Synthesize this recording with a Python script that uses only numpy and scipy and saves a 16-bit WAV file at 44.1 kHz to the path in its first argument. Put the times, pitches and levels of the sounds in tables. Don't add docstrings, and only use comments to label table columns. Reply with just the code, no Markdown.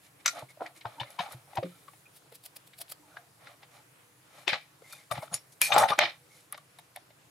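import sys
import numpy as np
from scipy import signal
from scipy.fft import rfft, irfft
from scipy.io import wavfile
from scipy.ndimage import uniform_filter1d

SR = 44100
rng = np.random.default_rng(int(sys.argv[2]) if len(sys.argv) > 2 else 0)


def gain_from_decibels(decibels):
    exponent = np.asarray(decibels, float) / 20
    return 10 ** exponent


def pcm_store(signal):
    levels = np.round(np.clip(np.atleast_2d(signal), -1, 1) * 32767)
    wavfile.write(sys.argv[1], SR, levels.astype(np.int16).T)


N = 321930
LEAD_IN = 600

# (f/Hz, width/Hz, level/dB)
CASTING = [(560, 140, -7), (623.5, 57, -6.5), (695.3, 60, -7), (829, 110, -3.5), (1112, 310, -5.5),
           (1230, 324, -0.5), (1380, 570, -5)]
# (f/Hz, width/Hz, level/dB)
UPPER = [(1940, 290, 4), (2160, 99, 2.5), (2316, 110, 2.5), (3100, 160, -1.5), (3595, 97, -0.5),
         (4070, 180, -1.5), (5000, 400, -5)]
# (f/Hz, level/dB, t60/s)
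HOLDER = [(2369, 0, .25), (5523, -11, .22), (6761, -6, .12), (7700, -9, .1), (8366, -15, .12),
          (8920, -10, .12), (9660, 0, .14), (10350, -6, .14), (11300, -9, .1), (12170, -12, .1),
          (13100, -18, .15), (13960, -12, .15), (14950, -16, .12)]
# (t/s, left minus right/dB)
EAR_BIAS = [(0, -4), (1.2, 0.5), (2, -1.5), (3.9, -2.5), (4.4, 3), (5.9, 1.5), (6, -3), (7.3, -1)]


def evened(x):
    return x / np.sqrt(np.mean(x ** 2) + 1e-20)


def peaked(x):
    return x / abs(x).max()


def read(points, hz):
    f, value = np.transpose(points)
    return np.interp(np.log(hz + 1), np.log(f + 1), value)


def hand_pan(s):
    return np.interp(s, *np.transpose(EAR_BIAS))


def add(mix, s, sound, pan_db=0.):
    part = mix[:, max(round(s * SR), 0):][:, :len(sound)]
    gains = gain_from_decibels(np.array([[pan_db / 2], [-pan_db / 2]]))
    part += gains * sound[:part.shape[1]]


def coloured(x, points):
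    gain = gain_from_decibels(read(points, np.fft.rfftfreq(len(x), 1 / SR)))
    return irfft(rfft(x) * gain, len(x))


def body(x, peaks):
    f = np.fft.rfftfreq(len(x), 1 / SR)
    response = 0
    for k, (hz, width, db) in enumerate(peaks):
        resonance = 1j * width * f / (hz ** 2 - f ** 2 + 1j * width * f)
        response = response + (-1) ** k * gain_from_decibels(db) / np.sqrt(width) * resonance ** 2
    return irfft(rfft(x) * response, len(x))


def contact(t60, rise, size=8192, scuff_db=-13.5):
    t = (np.arange(size) - LEAD_IN) / SR
    after = np.maximum(t, 0)
    blow = (1 - np.exp(-after / rise)) ** 2 * gain_from_decibels(-60 * after / max(t60, .003))
    scuff = gain_from_decibels(scuff_db) * np.exp(-abs(t) / 0.0033)
    landing = 1.5 * np.exp(-((t - 2 * rise) / .00004) ** 2)
    return rng.standard_normal(size) * (blow + scuff) + landing


def knocks():
    # (t/s, peak level/dB, main f/Hz, upper resonances rel level/dB)
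    chuck = [(0.259, -22, 1280, 3), (0.279, -29.5, 1300, 4), (0.367, -38, 676, -26),
             (0.422, -34.5, 675, -33), (0.572, -43, 593, -27), (0.606, -28.5, 716, -24),
             (0.618, -27, 712, -26), (0.662, -46.5, 637, 8), (0.81, -59, 900, 14.5),
             (0.854, -25.5, 856, -14.5), (1.531, -39.5, 774, -14), (1.553, -44.5, 580, 0.5),
             (1.571, -20, 858, -13.5), (1.582, -22, 682, -31), (1.63, -39, 1200, 0), (1.881, -41, 1103, -9),
             (1.933, -52, 750, -2.5), (0.336, -46, 656, -24)]
    # (t/s, peak level/dB, main f/Hz, upper resonances rel level/dB)
    taps = [(2.22, -56, 1320, -7), (2.322, -43, 510, -12), (2.733, -63, 1470, 14), (2.812, -44.5, 682, -21),
            (2.919, -45, 1270, -5), (3.168, -37, 1540, -10.5), (3.47, -43.5, 1380, 2.5),
            (3.63, -50, 830, 2), (4.819, -43.5, 510, -19), (4.929, -40.5, 1350, -7),
            (6.526, -36.5, 1230, -1.5), (6.544, -39.5, 726, -0.5), (6.577, -41, 1170, -6),
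            (6.788, -45, 790, 0), (6.96, -41, 708, 4.5), (6.97, -36.5, 727, -16.5),
            (7.104, -50.5, 638, -3.5)]
    # (t/s, peak level/dB, main f/Hz, upper resonances rel level/dB)
    die = [(1.001, -31.5, 840, 0), (1.011, -28, 930, -7), (1.031, -40, 975, -3), (1.19, -22, 898, -7.5),
           (1.204, -23, 747, -6.5), (1.261, -35, 820, -30)]
    # (t/s, peak level/dB, main f/Hz, upper resonances rel level/dB, upper f/Hz)
    bangs = [(4.4785, -25, 900, 7, 3620), (4.531, -25, 760, 5, 2470), (5.112, -26, 1207, -6, 3800),
             (5.12, -22, 716, -6.5, 1940), (5.155, -42.5, 776, 5, 1950), (5.177, -28.5, 806, -12, 1880),
             (5.226, -34, 748, -28, 2110), (5.277, -44.5, 1300, -8, 1810), (5.328, -42, 524, -2, 3060),
             (5.615, -34.5, 956, 9.5, 2240), (5.721, -19, 1140, 1, 3540), (5.763, -11, 790, -11, 1950),
             (5.779, -20, 836, -2.5, 2400), (5.836, -11.5, 830, -16, 1980), (5.904, -23.5, 810, -1, 2460),
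             (5.933, -22, 1116, -14, 1720), (5.99, -13.5, 727, 2.5, 1950)]
    # main upper resonance (Hz), time the contact chatters (s)
    rows = [(*row, 1950, 0.031) for row in chuck]
    rows += [(*row, 2300, 0.027) for row in taps]
    rows += [(*row, 1790, 0.031) for row in die]
    rows += [(*row, 0.011) for row in bangs]
    out = np.zeros((2, N))
    others = [(f, 4.5 * width, level) for f, width, level in UPPER]
    for s, db, hz, upper_db, upper_hz, t60 in rows:
        low = body(contact(t60, 0.001259), [(hz, 220, 13)] + CASTING)
        upper = body(contact(1.89 * t60, 0.0009905), [(upper_hz, 400, 7)] + others)
        knock = peaked(low) + gain_from_decibels(upper_db + 4) * peaked(upper)
        add(out, s - .001 - LEAD_IN / SR, gain_from_decibels(db - 1.0) * knock, hand_pan(s))
    return out


def snaps():
    # (t/s, peak level/dB, centre f/Hz)
    snap_rows = [(0.2597, -15, 1910), (.6195, -23.5, 666), (0.8546, -25.5, 870), (1.033, -30, 1500),
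                 (1.584, -29, 706), (2.882, -43, 3500), (3.1705, -29, 1390), (4.4795, -10, 2300),
                 (4.533, -15.5, 1900), (5.342, -26, 2130), (5.616, -10.5, 2470), (5.7631, -6, 820),
                 (5.99, -4, 1900)]
    out, t = np.zeros((2, N)), np.arange(-64, 2000) / SR
    for s, db, hz in snap_rows:
        spike = np.exp(-(4 * hz * t) ** 2)
        snap = peaked(body(spike, [(1.196 * hz, 1.34 * hz, 0)]))
        add(out, s + t[0], gain_from_decibels(db) * snap, hand_pan(s))
    return out


def rings():
    # (t/s, peak level/dB, f/Hz, t60/s)
    ring_rows = [(0.2593, -17, 6050, .03), (.2765, -20, 5900, .025), (0.2796, -16.5, 6100, .025),
                 (0.2778, -22, 3900, .02), (.278, -31, 1400, 0.12), (.615, -21.5, 700, 0.03),
                 (.66, -33, 1950, 0.029), (.999, -27.5, 3004, 0.031), (1.003, -29, 3580, 0.045),
                 (1.19, -28.5, 3070, 0.036), (1.196, -31.5, 3760, 0.047), (1.278, -36.5, 900, 0.036),
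                 (1.578, -32.5, 347, 0.065), (1.582, -28, 596, 0.053), (1.627, -20.5, 529, 0.066),
                 (1.64, -37, 282, 0.11), (1.645, -36.5, 367, 0.13), (1.65, -43, 510, 0.084),
                 (4.48, -19.5, 3400, 0.025), (4.479, -25, 1850, .03), (4.531, -23, 1893, 0.039),
                 (5.62, -27, 2372, .2), (5.62, -26, 2420, 0.23), (5.341, -44, 5523, 0.17),
                 (5.341, -33, 6751, .08), (5.341, -22, 10420, .04), (6.787, -41.5, 3900, .02),
                 (5.341, -26, 9706, 0.055), (5.341, -48, 10340, 0.22), (5.902, -28, 440, 0.05),
                 (5.704, -23.5, 784, 0.12), (5.721, -17, 2440, 0.037), (5.721, -19, 3660, .07),
                 (5.742, -13, 823, 0.042), (5.764, -13, 800, 0.05), (5.777, -28, 2380, .07),
                 (5.777, -13, 850, 0.064), (5.79, -15, 834, 0.08), (5.826, -17.5, 881, 0.12),
                 (5.833, -19.5, 1857, 0.039), (5.845, -16.5, 772, 0.082), (5.919, -15.5, 1191, 0.066),
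                 (5.114, -27.5, 1175, 0.051), (5.112, -27.5, 710, .08)]
    out, t = np.zeros((2, N)), np.arange(15000) / SR
    for s, db, hz, t60 in ring_rows:
        decay = gain_from_decibels(db - 60 * t / max(t60, .02))
        onset = 1 - np.exp(-t * min(hz, 1800) / 1.6)
        beating = 1 + .45 * np.cos(2 * np.pi * t * 2.2 / max(t60 / 3, .02))
        add(out, s, decay * onset * np.sin(2 * np.pi * hz * t) * beating, hand_pan(s))
    return out


def ticks():
    # (t/s, peak level/dB, band below 8 kHz rel level/dB, contact t60/s)
    tick_rows = [(0.2597, -13.5, 8, 0.045), (0.2765, -22, 15, 0.09), (0.3925, -41.5, -7.5, 0.029),
                 (0.664, -45.5, 3, 0.025), (1.005, -44.5, -1, 0.036), (1.104, -41, -3, 0.025),
                 (1.191, -46, -8, 0.074), (1.321, -37.5, -9, 0.065), (1.5554, -39.5, -7, 0.039),
                 (4.479, -31.5, 9, 0.07), (4.5314, -46, 17, 0.2), (4.9248, -36.5, -7.5, 0.065),
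                 (5.1121, -30.5, -4, 0.11), (5.341, -22.5, 1, 0.025), (5.6162, -4, -10.5, 0.0075),
                 (5.736, -29, 5, 0.03), (5.7817, -16.5, -3, 0.026), (5.8864, -46.5, -14.5, 0.014),
                 (6.796, -49, -16.5, .015), (5.122, -40, -3, .04), (5.907, -36, -8, 0.015),
                 (5.9892, -15, 6.5, 0.009), (6.5244, -22.5, -24, 0.01), (6.576, -44, -7, 0.021),
                 (6.7865, -44, -11, 0.025), (6.9611, -32, -16, 0.014)]
    out = np.zeros((2, N))
    for s, db, lower_db, t60 in tick_rows:
        colour = [(3000, -40.0), (4500, lower_db), (7500, lower_db),
                  (9000, -3.5), (13000, -2.5), (16000, -20.5)]
        crack = coloured(contact(t60, 0.00023, scuff_db=-33.0), colour)
        add(out, s - LEAD_IN / SR, gain_from_decibels(db + 0.5) * peaked(crack), 1)
    return out


def clinks():
    # (t/s, level/dB, lowest mode rel level/dB, rattle t60/s)
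    clink_rows = [
        (5.338, -52, -37, 0.0056),
        (5.618, -45.5, -10.5, 0.17),
        (5.779, -43, -8.5, 0.083),
        (5.882, -55, -15, 0.11),
    ]
    out = np.zeros((2, N))
    for s, db, lowest_db, rattle in clink_rows:
        struck = 3 * rng.standard_normal(len(HOLDER))
        struck[0] += lowest_db
        modes = [(hz, 6 / t60, level + more) for (hz, level, t60), more in zip(HOLDER, struck)]
        clink = body(contact(rattle, 0.0002, size=16384, scuff_db=-38), modes)
        add(out, s - LEAD_IN / SR, gain_from_decibels(db + 13.5) * peaked(clink), 2)
    return out


def squeals():
    # (t/s, length/s, f/Hz,
    # level/dB)
    narrow_tones = [(.485, .045, 2150, -56), (.75, .055, 2150, -59), (1.055, .055, 2150, -57),
                    (2.055, .03, 2460, -56), (4.84, .075, 2120, -57), (4.98, .07, 2130, -61),
                    (5.21, .045, 2200, -50), (5.82, .07, 6150, -44), (5.618, .09, 2420, -32),
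                    (5.885, .05, 3650, -37), (.98, .025, 900, -46), (6.3, .09, 2150, -64),
                    (1.21, .06, 6400, -58), (1.72, .07, 1310, -62), (4.615, .03, 2350, -61),
                    (5.33, 0.033, 6800, -43), (5.329, .03, 9700, -45), (5.33, 0.033, 10420, -44),
               (5.62, .08, 14000, -44), (5.62, 0.079, 8366, -44), (5.62, .08, 6185, -43.5),
               (5.62, 0.064, 5400, -40), (5.783, .07, 5609, -43), (5.782, 0.049, 9600, -44.5),
               (5.785, .09, 13140, -54), (5.63, 0.1, 13960, -51), (0.328, 0.15, 287, -60.5),
               (0.949, 0.083, 298, -54), (2.949, 0.52, 299, -67.5), (1.1, 0.052, 10860, -59),
               (5.619, 0.09, 9550, -42), (5.625, 0.076, 8200, -43), (5.616, 0.07, 11200, -32.5),
               (5.625, 0.081, 4360, -38), (5.7, 0.092, 6260, -41.5), (5.724, 0.064, 7640, -41),
               (5.781, 0.051, 9625, -36), (5.782, 0.044, 8980, -34), (5.779, 0.06, 3587, -39),
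               (5.88, 0.076, 9540, -48.5), (5.917, .04, 5780, -51), (4.905, 0.095, 2400, -55),
               (4.91, 0.1, 3640, -56.5), (4.922, 0.021, 4400, -50), (1.0, 0.093, 560, -52),
               (0.333, 0.047, 660, -49), (0.35, 0.072, 672, -46), (0.633, 0.053, 718, -45.5),
               (0.698, 0.034, 690, -55), (0.766, 0.028, 315, -60.5), (2.788, 0.071, 692, -57.5),
               (3.022, 0.059, 930, -63), (3.114, .05, 1430, -61), (3.182, 0.081, 712, -59),
               (5.117, 0.033, 9600, -44), (5.226, 0.027, 644, -43), (5.795, .08, 7725, -45),
               (5.998, 0.072, 607, -32.5), (6.004, .09, 1790, -35.5)]
    out = np.zeros((2, N))
    for s, length, hz, db in narrow_tones:
        width = min(hz / 12, 170 if hz < 5000 else 70)
        tone = evened(body(rng.standard_normal(8192), [(hz, width, 0)]))[:round(1.5 * length * SR)]
        u = np.arange(len(tone)) / (length * SR)
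        swell = np.sqrt(u / 0.43) * np.exp(.5 - (u / 0.52) ** 2)
        add(out, s, gain_from_decibels(db - 0.5) * tone * swell)
    return out


def friction_db(t):
    # (t/s, length/s, peak level/dB, upper rel level/dB, grit rel level/dB)
    strokes = [(0.318, 0.13, -45, -6, -12), (0.011, 0.09, -75, 8.5, 11), (0.192, 0.032, -74.5, 15, 5),
               (0.479, 0.054, -67, 3, 7.5), (0.592, .12, -51, -8.5, -15), (0.742, .06, -64.5, 2, 5),
               (3.604, 0.062, -62.5, -2, -10), (0.953, 0.31, -59, -2.5, -9), (1.289, 0.074, -50.5, -3, -5),
               (1.643, 0.035, -55, -6, -15), (1.452, 0.13, -58.5, -8, -16), (2.965, 0.37, -63.5, -7, -11),
               (3.381, 0.2, -57, -4, -11), (3.687, 0.15, -58.5, -5.5, -9), (4.286, 0.21, -56.5, -4, -6),
               (4.79, 0.29, -64.5, 2.5, 6), (5.112, 0.11, -43.5, -5.5, -13.5),
               (5.304, 0.055, -46, -30, -10), (5.514, 0.033, -82.5, 8, 25.5),
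               (5.695, 0.19, -22, -13, -23.5), (5.874, 0.088, -31, -17, -27),
               (5.982, 0.072, -28.5, 1.5, -34), (6.261, 0.23, -71.5, 3.5, 10.5)]
    # (t/s, level/dB, t60/s, upper rel level/dB, grit rel level/dB)
    shakes = [(.285, -55, 0.44, 3.5, 6.5), (.625, -51, 0.3, -7, -12), (0.866, -53, 1, -5.5, -14),
              (1.212, -43, 0.45, -4.5, -12.5), (1.65, -72.5, 0.95, 11.5, 4), (4.49, -38, 0.26, 10, -14),
              (4.537, -32, 0.13, 2.5, -27.5), (5.224, -44.5, 0.23, -8, -10.5),
              (5.34, -45.5, 0.13, 3.5, 8.5), (5.617, -50, 0.31, 18.5, 21.5), (5.724, -45.5, 0.4, 17.5, 0),
              (5.785, -36.5, 0.22, 4.5, 6), (5.886, -38, 0.21, 5, -11), (6.033, -29, 0.2, 4, -33)]
    moves = []
    for s, length, db, upper_db, grit_db in strokes:
        force_db = db - 21 * (2 * (t - s) / length - 1) ** 2
        moves.append(np.add.outer([0, upper_db, grit_db], force_db))
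    for s, db, t60, upper_db, grit_db in shakes:
        force_db = db - np.maximum(60 * (t - s) / max(t60, .03), 3500 * (s - t))
        moves.append(np.add.outer([0, upper_db, grit_db], force_db))
    return np.max(moves, axis=0).clip(-90)


def slides():
    # (f/Hz, width/Hz, level/dB)
    bench = [(110, 30, -23), (222, 150, -21)]
    # (f/Hz, level/dB)
    hiss_colour = [(2350, -14.5), (4000, -3), (5160, -4.5), (5540, -4), (11600, -5), (13000, -11.5),
                   (15500, -31), (16000, -45)]
    upper = [(hz, 2.77 * width, db) for hz, width, db in UPPER]
    loose = [(hz, 14 / t60, db) for hz, db, t60 in HOLDER[1:]]

    def grit(x):
        return evened(coloured(x, hiss_colour)) + 0.51 * evened(body(x, loose))

    shapes = (lambda x: body(x, CASTING + bench), lambda x: body(x, upper), grit)
    t, now = np.arange(0, N, 32) / SR, np.arange(N) / SR
    out = np.zeros((2, N))
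    for level_db, shape, wide in zip(friction_db(t), shapes, (.3, .65, .35)):
        drift = uniform_filter1d(uniform_filter1d(rng.standard_normal(N), 200), 200)
        clumps = gain_from_decibels(1.8 * evened(drift))
        grains = rng.standard_normal((2, N)) * (rng.random((2, N)) < .3) * clumps
        mid, side = evened(shape(grains[0])), evened(shape(grains[1]))
        out += gain_from_decibels(np.interp(now, t, level_db)) * np.array([mid + wide * side, mid - wide * side])
    return out * gain_from_decibels(np.outer([.3, -.3], hand_pan(now)))


def brush():
    # (t/s, peak level/dB, swell/s)
    drags = [(2.17, -54, 0.022), (2.325, -54, 0.0037), (2.356, -48, 0.011), (2.44, -47.5, 0.0031),
             (2.462, -42.5, 0.0097), (2.568, -40.5, 0.0056), (2.676, -50, 0.0043), (2.79, -45.5, 0.0064),
             (2.817, -36, 0.0082), (2.902, -44, 0.0075), (2.922, -36, 0.006)]
    # (f/Hz, level/dB)
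    bristle = [(240, -45), (400, -10), (655, 2.5), (994, -7.5), (4800, 2.5), (6340, -6), (11200, 5),
               (16000, -4.5)]
    out, t = np.zeros((2, N)), np.arange(-4000, 2000) / SR
    for s, db, swell in drags:
        flicks = rng.standard_normal(len(t)) * gain_from_decibels(0.62 * rng.standard_normal(len(t)))
        stroke = np.where(t < 0, np.exp(-abs(t) / swell), np.exp(-abs(t) / (0.56 * swell)))
        add(out, s + t[0], gain_from_decibels(db) * evened(coloured(flicks, bristle)) * stroke, -1)
    return out


def jolts():
    # (t/s, peak level/dB, f/Hz, t60/s)
    jolt_rows = [(0.425, -35, 128, 0.088), (0.607, -41.5, 316, 0.17), (0.852, -33, 115, 0.11),
                 (1.009, -31, 124, 0.097), (1.195, -27.5, 177, 0.046), (1.342, -36, 126, 0.15),
                 (1.58, -21, 119, 0.06), (1.636, -32.5, 176.6, 0.24), (4.473, -26, 374, 0.056),
                 (4.525, -19.5, 157, 0.02), (5.11, -28, 125, 0.056), (5.135, -30, 125, 0.051),
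                 (5.168, -31, 132, 0.053), (5.183, -18, 135, 0.027), (5.316, -35, 171, 0.067),
                 (5.341, -34.5, 130, 0.051), (5.762, -36, 176, 0.057), (5.902, -19.5, 153, 0.028),
                 (5.98, -20.5, 310, 0.024), (6.028, -38, 340, 0.15)]
    out, t = np.zeros((2, N)), np.arange(15000) / SR
    onset = (1 - np.exp(-t / .0035)) ** 2
    for s, db, hz, t60 in jolt_rows:
        swing = np.sin(2 * np.pi * hz * t) + 0.12 * np.sin(2 * np.pi * 340 * t + 6 * rng.random())
        add(out, s, gain_from_decibels(db - .5 - 60 * t / max(t60, .02)) * onset * swing)
    return out


def nearby(x):
    echoes = rng.standard_normal(220) * (rng.random(220) < .06)
    reflected = np.convolve(x.mean(0), echoes / np.linalg.norm(echoes))[:N]
    side = signal.lfilter(*signal.butter(1, 900, "high", fs=SR), reflected)
    return np.array([-side, side])


def shop(x):
    # (f/Hz, t60/s)
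    decay = [(150, 0.29), (1000, 0.13), (4000, 0.2), (12000, 0.026)]
    size = SR // 2
    echoes = np.zeros((2, size))
    slots = np.arange(150, size - 20, 20)
    at = slots + rng.integers(0, 20, (2, len(slots)))
    np.put_along_axis(echoes, at, rng.choice([-1., 1.], at.shape), 1)
    hz, t, z = signal.stft(echoes, SR, nperseg=256)
    fade = gain_from_decibels(-60 * t / np.maximum(read(decay, hz), .02)[:, None])
    tail = signal.istft(z * fade, SR, nperseg=256)[1]
    return signal.fftconvolve(x.mean(0)[None], tail / np.linalg.norm(tail[0]), axes=1)[:, :N]


def air():
    # (t/s, level/dB)
    draught = [(0, -69), (.41, -71), (1.97, -63.5), (2.13, -73), (4.02, -71), (4.94, -79), (5.18, -63),
               (5.23, -54), (5.28, -70.5), (6.04, -65.5), (6.77, -88), (7.3, -84)]
    # (f/Hz, level/dB)
    draught_colour = [(5000, -25.5), (8000, -5.5), (11000, -2.5), (14000, -11), (16000, -12)]
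    mid, side = rng.standard_normal((2, N))
    hiss = np.array([coloured(mid + .3 * side, draught_colour), coloured(mid - .3 * side, draught_colour)])
    return gain_from_decibels(np.interp(np.arange(N) / SR, *np.transpose(draught)) - 1.5) * evened(hiss)


def room_tone():
    # (f/Hz, level/dB)
    tone_colour = [(15, -78.5), (25, -47), (138, -8.5), (214, -23), (296, -13), (1220, -13.5), (1980, -17),
                   (4600, -22.5), (10400, -24), (15200, -30.5), (16500, -48)]
    # (f/Hz, left-right coherence)
    likeness = [(60, 0.93), (240, 0.48), (950, 0.01), (3770, 0.056), (15000, 0.94)]
    # (f/Hz, width/Hz, level/dB)
    machines = [(10500, 70, -81), (487.3, 15, -80.5), (299.8, 38, -78.5), (132, 55, -69.5)]
    frames, hz = N // 256 + 5, np.fft.rfftfreq(1024, 1 / SR)
    a, b, c, d, patches = rng.standard_normal((frames, 513, 5)).T
    patches = evened(uniform_filter1d(uniform_filter1d(patches, 30, 0), 16, 1))
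    same = np.clip(read(likeness, hz), -1, 1)[:, None]
    left = a + 1j * b
    right = same * left + np.sqrt(1 - same ** 2) * (c + 1j * d)
    z = np.array([left, right]) * gain_from_decibels(read(tone_colour, hz)[:, None] + 1.4 * patches)
    tone = signal.istft(z, nperseg=1024, noverlap=768)[1][:, :N]
    whines = np.zeros(N)
    for f, width, db in machines:
        whines += gain_from_decibels(db) * evened(body(rng.standard_normal(N), [(f, width, 0)]))
    return gain_from_decibels(-62.5) * evened(tone) + whines


def scene():
    blows = knocks() + snaps() + rings() + ticks() + clinks() + brush()
    reflected = gain_from_decibels(-7) * nearby(blows) + gain_from_decibels(-16.0) * shop(blows)
    return blows + reflected + squeals() + slides() + jolts() + air() + room_tone()


def top_cut(x):
    return signal.sosfilt(signal.butter(12, 16640, fs=SR, output="sos"), x)


def record(dry):
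    heard = signal.sosfilt(signal.butter(2, 58, "high", fs=SR, output="sos"), dry)
    heard = signal.oaconvolve(heard, signal.firwin(255, 15900, fs=SR)[None], "same")
    return top_cut(heard)


dry = scene()
out = record(dry)
pcm_store(out)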